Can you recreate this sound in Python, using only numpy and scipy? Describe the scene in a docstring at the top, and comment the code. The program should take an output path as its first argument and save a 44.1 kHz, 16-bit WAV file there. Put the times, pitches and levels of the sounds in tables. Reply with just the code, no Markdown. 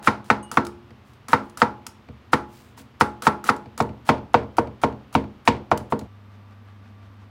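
"""In a small kitchen, close to the microphone, a knife slices and then minces garlic on a wooden board.
The skin snaps, the clove crunches, and the blade knocks on the board and makes it ring.
Wet pieces tick against the steel, and fingers rub the damp clove. Then the scene changes to a
humming stove, where oil runs almost silently from a bottle into a pan.
A faint electrical whine goes on throughout."""
import sys
import numpy as np
from scipy import signal
from scipy.fft import rfft, irfft, next_fast_len
from scipy.io import wavfile
from scipy.ndimage import uniform_filter1d, minimum_filter1d

SR = 44100
rng = np.random.default_rng(int(sys.argv[2]) if len(sys.argv) > 2 else 0)


def store_pcm(level_fs):
    """Save levels as 16-bit WAV."""
    pcm = np.round(np.clip(level_fs, -1, 1) * 32767).astype(np.int16)
    wavfile.write(sys.argv[1], SR, np.atleast_2d(pcm).T)


N = 321923

# Knife strokes. 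Each row: landing time in seconds, force in dB, bite (treble of a flat landing) in dB,
# blade buzz in dB, seconds spent in the clove, skin snap in dB, crunch near the board in dB.
STROKES = [(-0.14, 0.5, 6, -12, 0.027, -43, -45), (0.0734, 0, 5, -12, 0.048, -43.5, -32.5),
           (0.3014, 0.2, 3, -11.5, 0.058, -55, -56.5), (0.5719, -1.5, 1, -21, .057, -22, -46),
           (1.3318, 0, 2.5, -15, 0.048, -28, -39), (1.618, 0.5, 1, -11, 0.045, -28.5, -40),
           (2.3327, -1, 2.5, -4.5, 0.013, -54, -28), (3.01, -0.5, 2.5, -1.5, 0.012, -50, -21.5),
           (3.2686, 1, 0, -1.5, 0.047, -24, -31.5), (3.4907, -1.5, 0.5, 0, 0.05, -26, -32),
           (3.8021, -3, -7, -4, .025, -27, -43), (4.0908, 3.5, -1, -11, .040, -60, -35.5),
           (4.3423, 3, -3, -24, 0.0096, -57.5, -50), (4.5834, -1, -8, -12, .015, -34, -42),
           (4.8356, -0.4, -5, -11, .020, -42, -39.5), (5.1515, -3.5, 0.5, -11, 0.025, -43, -38.5),
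           (5.476, 2, 4, -1.5, 0.024, -46, -44.5), (5.715, 1, -6.5, -18, 0.0075, -59, -50),
           (5.923, -6.5, -8.5, -19, 0.022, -57, -45)]
# The tones of the board on its counter. A ring time is how long a sound takes to fade by 60 dB.
# Each row: pitch in Hz, ring time in seconds, level in dB when slicing, level in dB when mincing.
BOARD_TONES = [(72.8, 0.58, -36.5, -26), (95.5, 0.15, -24.5, -17.5), (118.3, .55, -34, -24.5),
               (150.1, 0.12, -20, -15.5), (209.3, 0.48, -27.5, -27), (230.6, 0.15, -20.5, -15.5),
               (268.6, 0.22, -22.5, -19.5), (332.7, 0.059, -15.5, -14.5), (350.5, 0.59, -34, -38),
               (420.2, 0.23, -27, -23), (466, 0.24, -30, -22.5), (489, .12, -18.5, -16),
               (613.3, 0.22, -41, -27), (693, 0.032, -21.5, -11.5), (844, 0.45, -29.5, -36.5),
               (875, 0.28, -27.5, -28.5), (935.3, 0.033, -3.5, -1.5), (943, 0.17, -19.5, -20),
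               (1055.6, 0.12, -18.5, -20), (1145, .04, -9.5, -16), (1321, .017, 4.5, -7.5),
               (1337, 0.14, -19, -40), (1380, 0.22, -26, -36.5), (1506, 0.085, -21.5, -26),
               (1810, 0.016, -32.5, -16.5), (1878, 0.055, -20, -52.5), (2307, 0.028, -18, -19),
               (2690, 0.014, -28, -25), (3690, .1, -39.5, -45.5), (4500, 0.096, -44, -39.5)]
# Tones of wood and blade, so crowded that they blur into noise.
# Each row: frequency in Hz, level in dB when slicing, level in dB when mincing.
CROWDED_TONES = [(58.7, -30.5, -17), (195, -6.5, -6), (512, -5.5, -1), (930, 7, 4.5), (1326, -2.5, -10),
                 (2080, -3.5, -6), (2910, -17.5, -12.5), (4660, -21.5, -22.5), (7900, -33.5, -32.5),
                 (10100, -34, -38.5), (15640, -52.5, -51)]
# The kitchen's echo. Each row: frequency in Hz, dB added to the crowded tones, ring time in seconds.
KITCHEN_ECHO = [(59, 5, 0.644), (191, -5, 0.51), (463, -6.5, .36), (892, -18.5, 0.39), (1373, -9.5, 0.32),
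                (1850, -14.5, 0.23), (4750, -13, .26), (14000, -15.5, 0.2)]
# The tone colour of the crunch. Each row: frequency in Hz, level in dB.
CRUNCH_COLOUR = [(150, -17.5), (700, 11), (1300, 12), (2200, 4.5), (4500, 0.5), (7000, -1), (10500, 0),
                 (12500, -11.5), (15500, -4.5)]
# Wet pieces touch the steel. Each row: start in seconds, level in dB, knock in dB relative to the tick.
WET_TICKS = [(0.6494, -32.5, -26), (0.667, -28.5, 0.5), (1.134, -48, -20), (1.497, -42, -8),
             (1.866, -22.5, -7), (2.776, -40, 4), (3.5636, -38, -8), (3.8225, -33, 10), (5.775, -25.5, -12),
             (5.9913, -32.5, -5)]
# Hand and knife settle. Each row: start in seconds, level in dB, click in dB relative to the bump.
BOARD_NUDGES = [(0.906, -38.5, -6), (2.087, -30, -13.5), (2.798, -38.5, -6), (3.658, -32.5, -10)]
# The tones of the steel blade. Each row: pitch in Hz, level in dB, ring time in seconds.
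BLADE_TONES = [(2900, -53, 0.79), (6465, -51.5, 0.1), (7930, -51, .095), (8820, -43, 0.13),
               (9120, -44.5, .085), (11500, -59, 0.084)]
# The background hush at the board and at the stove. Each row: frequency in Hz, relative level in dB.
ROOM_COLOUR = [(20, -37.5), (45, -9), (80, 2), (135, 3.5), (170, -14.5), (220, 2.5), (320, -9.5),
               (650, -14.5), (1200, -13), (1600, -18.5), (3000, -22), (5500, -34), (8000, -43),
               (16000, -48.5)]
STOVE_COLOUR = [(20, -38), (48, -22.5), (72, -1.5), (125, -12), (165, -14), (220, -8.5), (350, -17.5),
                (1200, -19.5), (3000, -29.5), (5500, -39.5), (7000, -47), (16000, -55.5)]
# The stove's electrical hum. Each row: pitch in Hz, level in dB.
HUM_TONES = [(100.1, -43.5), (200.2, -60), (1168, -63.5), (3636, -78)]
# Rubs against the clove. Each row: start in seconds, length in seconds, level in dB.
CLOVE_RUBS = [(1.03, .17, -65), (1.37, 0.24, -66), (2.47, 0.29, -56), (2.766, 0.069, -47.5)]

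MINCE_FROM_S, STOVE_FROM_S, OIL_FROM_S = 3.65, 6.066, 6.34
TIME = np.arange(N) / SR


def amp(db):
    """Turn decibels into a number to multiply by."""
    return 10 ** (np.asarray(db) / 20)


def unit(x):
    """Scale a sound to an average (rms) level of 1."""
    return x / np.sqrt(np.mean(x ** 2) + 1e-20)


def peaked(x):
    """Scale a sound so that its peak is 1."""
    return x / np.abs(x).max()


def along(points, hz):
    """Read between (Hz, value) points, with octaves evenly spaced."""
    freqs, values = np.transpose(points)
    return np.interp(np.log(hz + 1), np.log(freqs + 1), values)


def colour(x, points):
    """Turn bass and treble up or down to follow (Hz, dB) points."""
    size = 2 * next_fast_len(len(x) // 2 + 4096)
    cepstrum = irfft(np.log(amp(along(points, np.fft.rfftfreq(size, 1 / SR)))))
    # this fold keeps the filter from ringing before a sound starts
    cepstrum[1:size // 2] *= 2
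    cepstrum[size // 2 + 1:] = 0
    return irfft(rfft(x, size) * np.exp(rfft(cepstrum)))[:len(x)]


def ring(t, ring_s):
    """A fade that falls by 60 dB in ring_s seconds."""
    return np.exp(-np.log(1000) * t / ring_s)


def add(track, s, sound):
    """Mix a sound into the track at s seconds."""
    start = round(s * SR)
    sound, start = sound[max(-start, 0):], max(start, 0)
    track[start:start + len(sound)] += sound[:N - start]


def crackle(count):
    """Noise made of half-millisecond bursts of unequal size."""
    sizes = amp(3 * np.minimum(rng.exponential(size=count // 24 + 1), 4))
    return unit(rng.standard_normal(count) * np.repeat(sizes, 24)[:count])


def hush(points, db):
    """Steady background noise with the given tone colour."""
    return amp(db) * unit(colour(rng.standard_normal(N), points))


def whine(hz=13330, width_hz=130):
    """A thin electrical whine: a narrow band of noise, high and steady."""
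    size = next_fast_len(N)
    band = np.exp(-((np.fft.rfftfreq(size, 1 / SR) - hz) / width_hz) ** 2)
    return amp(-87) * unit(irfft(rfft(rng.standard_normal(size)) * band, size)[:N])


def board_ring(t, mincing, scatter_db, rise_cycles):
    """The struck board rings; low tones travel slowly through the wood, so they build up last."""
    hz, ring_s, *levels = np.transpose(BOARD_TONES)[:, :, None]
    gain = amp(levels[mincing] + scatter_db * rng.standard_normal(hz.shape))
    signs = (-1) ** np.arange(len(hz))[:, None]
    rise = 1 - np.exp(-t * hz / rise_cycles)
    return np.sum(gain * signs * np.sin(2 * np.pi * hz * t) * ring(t, ring_s) * rise, axis=0)


def echo_tail(count):
    """The kitchen's echo: noise in which each frequency fades at its own speed."""
    hz, t, spectrum = signal.stft(rng.standard_normal(count), SR, nperseg=256)
    ring_s = along(np.array(KITCHEN_ECHO)[:, ::2], hz)[:, None]
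    return signal.istft(spectrum * amp(-60 * t / ring_s), SR)[1][:count]


def blade_buzz(t):
    """After landing, the thin blade chatters on the wood for a few milliseconds."""
    swell = np.maximum(t - .0015, 0) / 0.0032
    chatter = rng.standard_normal(len(t)) * swell * np.exp(1 - swell)
    return colour(chatter, [(900, -19), (2400, -19), (4000, -17), (7500, -23.5), (11000, -35),
                            (13000, -47.5), (16000, -42)])


def chops():
    """The edge hits the wood with a crack; the board rings and the room answers."""
    out, t = np.zeros(N), np.arange(SR // 2) / SR
    crowded, echo = np.array(CROWDED_TONES), np.array(KITCHEN_ECHO)
    # blows on the same spot share much of their ring: one spot for slicing, one for mincing
    spots = [echo_tail(len(t)) for _ in range(2)]
    for s, force_db, bite_db, buzz_db, *_ in STROKES:
        mincing = int(s > MINCE_FROM_S)
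        crack = colour(rng.standard_normal(len(t)) * ring(t, 0.0077),
                       [(800, -29.5), (2200, 10), (4800, 1.5), (9000, -24), (16000, -29)])
        early = rng.standard_normal(len(t)) * ring(t, 0.056) * np.minimum(t / 0.0026, 1)
        tail = (spots[mincing] + echo_tail(len(t))) / np.sqrt(2)
        late = colour(tail, echo[:, :2]) * (1 - np.exp(-t / 0.002))
        wash = colour(early + late, crowded[:, [0, 1 + mincing]])
        blow = amp(-11.5) * crack + board_ring(t, mincing, scatter_db=2.5, rise_cycles=0.42) + wash
        # a light blow stays longer on the wood and sounds rounder; a flat one pushes the whole board
        thump_db = -3.5 - 0.69 * force_db + 0.63 * bite_db
        body_db = -0.05 - 0.8 * force_db
        balance = [(110, thump_db), (330, body_db), (750, 0), (1400, 0), (2400, bite_db)]
        # the knife, pressed down again, damps what still rings from before
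        out *= ring(np.clip(TIME - s, 0, 1), .08)
        add(out, s, amp(force_db) * (colour(blow, balance) + amp(buzz_db) * blade_buzz(t)))
    return out


def snaps(events, bright_hz):
    """Snapping skin or a wet piece on the steel: a sharp tick that passes a knock down to the board."""
    out, t = np.zeros(N), np.arange(SR // 4) / SR
    brightness = [(300, -22), (bright_hz / 3, -7), (bright_hz, 0),
                  (11000, -4), (12500, -12), (16000, -10)]
    for s, db, knock_db in events:
        burst = rng.standard_normal(len(t)) * ring(t, 0.026) * (1 - np.exp(-t / 0.00033))
        snap = colour(burst, brightness)
        wood = board_ring(t, mincing=0, scatter_db=3.5, rise_cycles=0.97)
        knock = colour(wood, [(200, -0.5), (1200, -4.5)])
        add(out, s, amp(db) * (peaked(snap) + amp(knock_db) * peaked(knock)))
    return out


def skin_snaps():
    """The garlic's skin snaps as the edge enters, just before each chop."""
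    knock_db = 1
    entries = [(s - cut_s, snap_db, knock_db) for s, *_, cut_s, snap_db, crunch_db in STROKES]
    return snaps(entries, bright_hz=6000)


def crunch():
    """The clove's cells burst until the edge reaches the board."""
    out = np.zeros(N)
    for s, *_, cut_s, snap_db, crunch_db in STROKES:
        count = int((cut_s + .003) * SR)
        entry_db = -32.5 + .38 * snap_db  # tough skin snaps louder and starts a stronger crunch
        add(out, s - cut_s, amp(np.linspace(entry_db, crunch_db, count)) * crackle(count))
    return colour(out, CRUNCH_COLOUR)


def walls(x, echo_db):
    """The kitchen walls add a short echo to a sound."""
    tail = echo_tail(SR // 2)
    return x + amp(echo_db) * signal.fftconvolve(x, tail / np.linalg.norm(tail))[:N]


def blade_ping(start_s=0.428):
    """The lifted blade rings once, faintly."""
    out, t = np.zeros(N), np.arange(SR // 4) / SR
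    tones = sum(amp(db) * np.sin(2 * np.pi * hz * t) * ring(t, ring_s) for hz, db, ring_s in BLADE_TONES)
    add(out, start_s, tones * (1 - np.exp(-t / 0.001)))
    return out


def nudges():
    """Soft touches wake the board's low tones, with a faint click of the edge."""
    out, t = np.zeros(N), np.arange(SR // 2) / SR
    # after each mincing stroke the edge pulls free of the wood
    lifts = [(s + .089, -27.5, -14) for s, *_ in STROKES if s > MINCE_FROM_S]
    for s, db, click_db in BOARD_NUDGES + lifts:
        wood = board_ring(t, mincing=1, scatter_db=0.5, rise_cycles=1)
        bump = colour(wood, [(60, 10), (250, 2), (480, -3.5), (700, -2), (950, -17), (5000, -1)])
        click = colour(rng.standard_normal(len(t)) * ring(t, 0.031),
                       [(500, -9), (2000, 8), (5000, -6), (14000, -28)])
        add(out, s, amp(db) * (peaked(bump) + amp(click_db) * peaked(click)))
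    return out


def rubs():
    """Fingers and blade slide on the damp clove, louder as they speed up and softer as they slow."""
    rub = unit(colour(crackle(N), [(500, -5), (3000, -4.5), (9000, -7.5), (12500, -13.5), (16000, -7.5)]))
    speed = sum(amp(db) * np.interp(TIME, [s, s + .3 * length, s + length], [0, 1, 0])
                for s, length, db in CLOVE_RUBS)
    return speed * rub


def stove():
    """Mains electricity hums, and a fan moves air with a low drone."""
    hum = sum(amp(db) * np.sin(2 * np.pi * (hz * TIME + rng.random())) for hz, db in HUM_TONES)
    air = hush(STOVE_COLOUR, db=-54)
    drone = hush([(150, -36), (205, 2.5), (235, -2.5), (330, -26), (800, -57)], db=-57.5)
    return hum + air + drone


def oil(every_s=0.177, width_s=0.033):
    """Oil trickles from the bottle in soft, evenly spaced surges."""
    trickle = colour(crackle(N), [(300, -27), (800, 1), (1250, 5), (2500, -6.5),
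                                  (6000, -18), (16000, -40.5)])
    flow = sum(np.exp(-((TIME - s) / width_s) ** 2) for s in np.arange(OIL_FROM_S, N / SR, every_s))
    return amp(-58.5) * flow * unit(trickle)


def scene():
    """First the cutting board, then the stove, with the whine over both."""
    cutting = hush(ROOM_COLOUR, db=-50.5) + chops() + nudges()
    garlic = crunch() + rubs() + skin_snaps() + snaps(WET_TICKS, bright_hz=4360)
    cutting += walls(garlic + blade_ping(), echo_db=-9.5)
    cooking = stove() + oil()
    return (np.where(TIME < STOVE_FROM_S, cutting, cooking) + whine())[None]


def record(dry, top_hz=16300, edge_hz=600):
    """The microphone drops deep rumble, a limiter turns down loud peaks, and the top treble is cut."""
    x = signal.sosfilt(signal.butter(2, 46, "highpass", fs=SR, output="sos"), dry)
    needed_gain = np.minimum(1, .92 / (np.abs(x) + 1e-9))
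    smooth_gain = uniform_filter1d(minimum_filter1d(needed_gain, size=65), size=65)
    size = next_fast_len(N + SR)
    treble_cut = np.clip((top_hz - np.fft.rfftfreq(size, 1 / SR)) / edge_hz, 0, 1)
    return irfft(rfft(x * smooth_gain, size) * treble_cut, size)[:, :N]


dry = scene()
out = record(dry)
store_pcm(out)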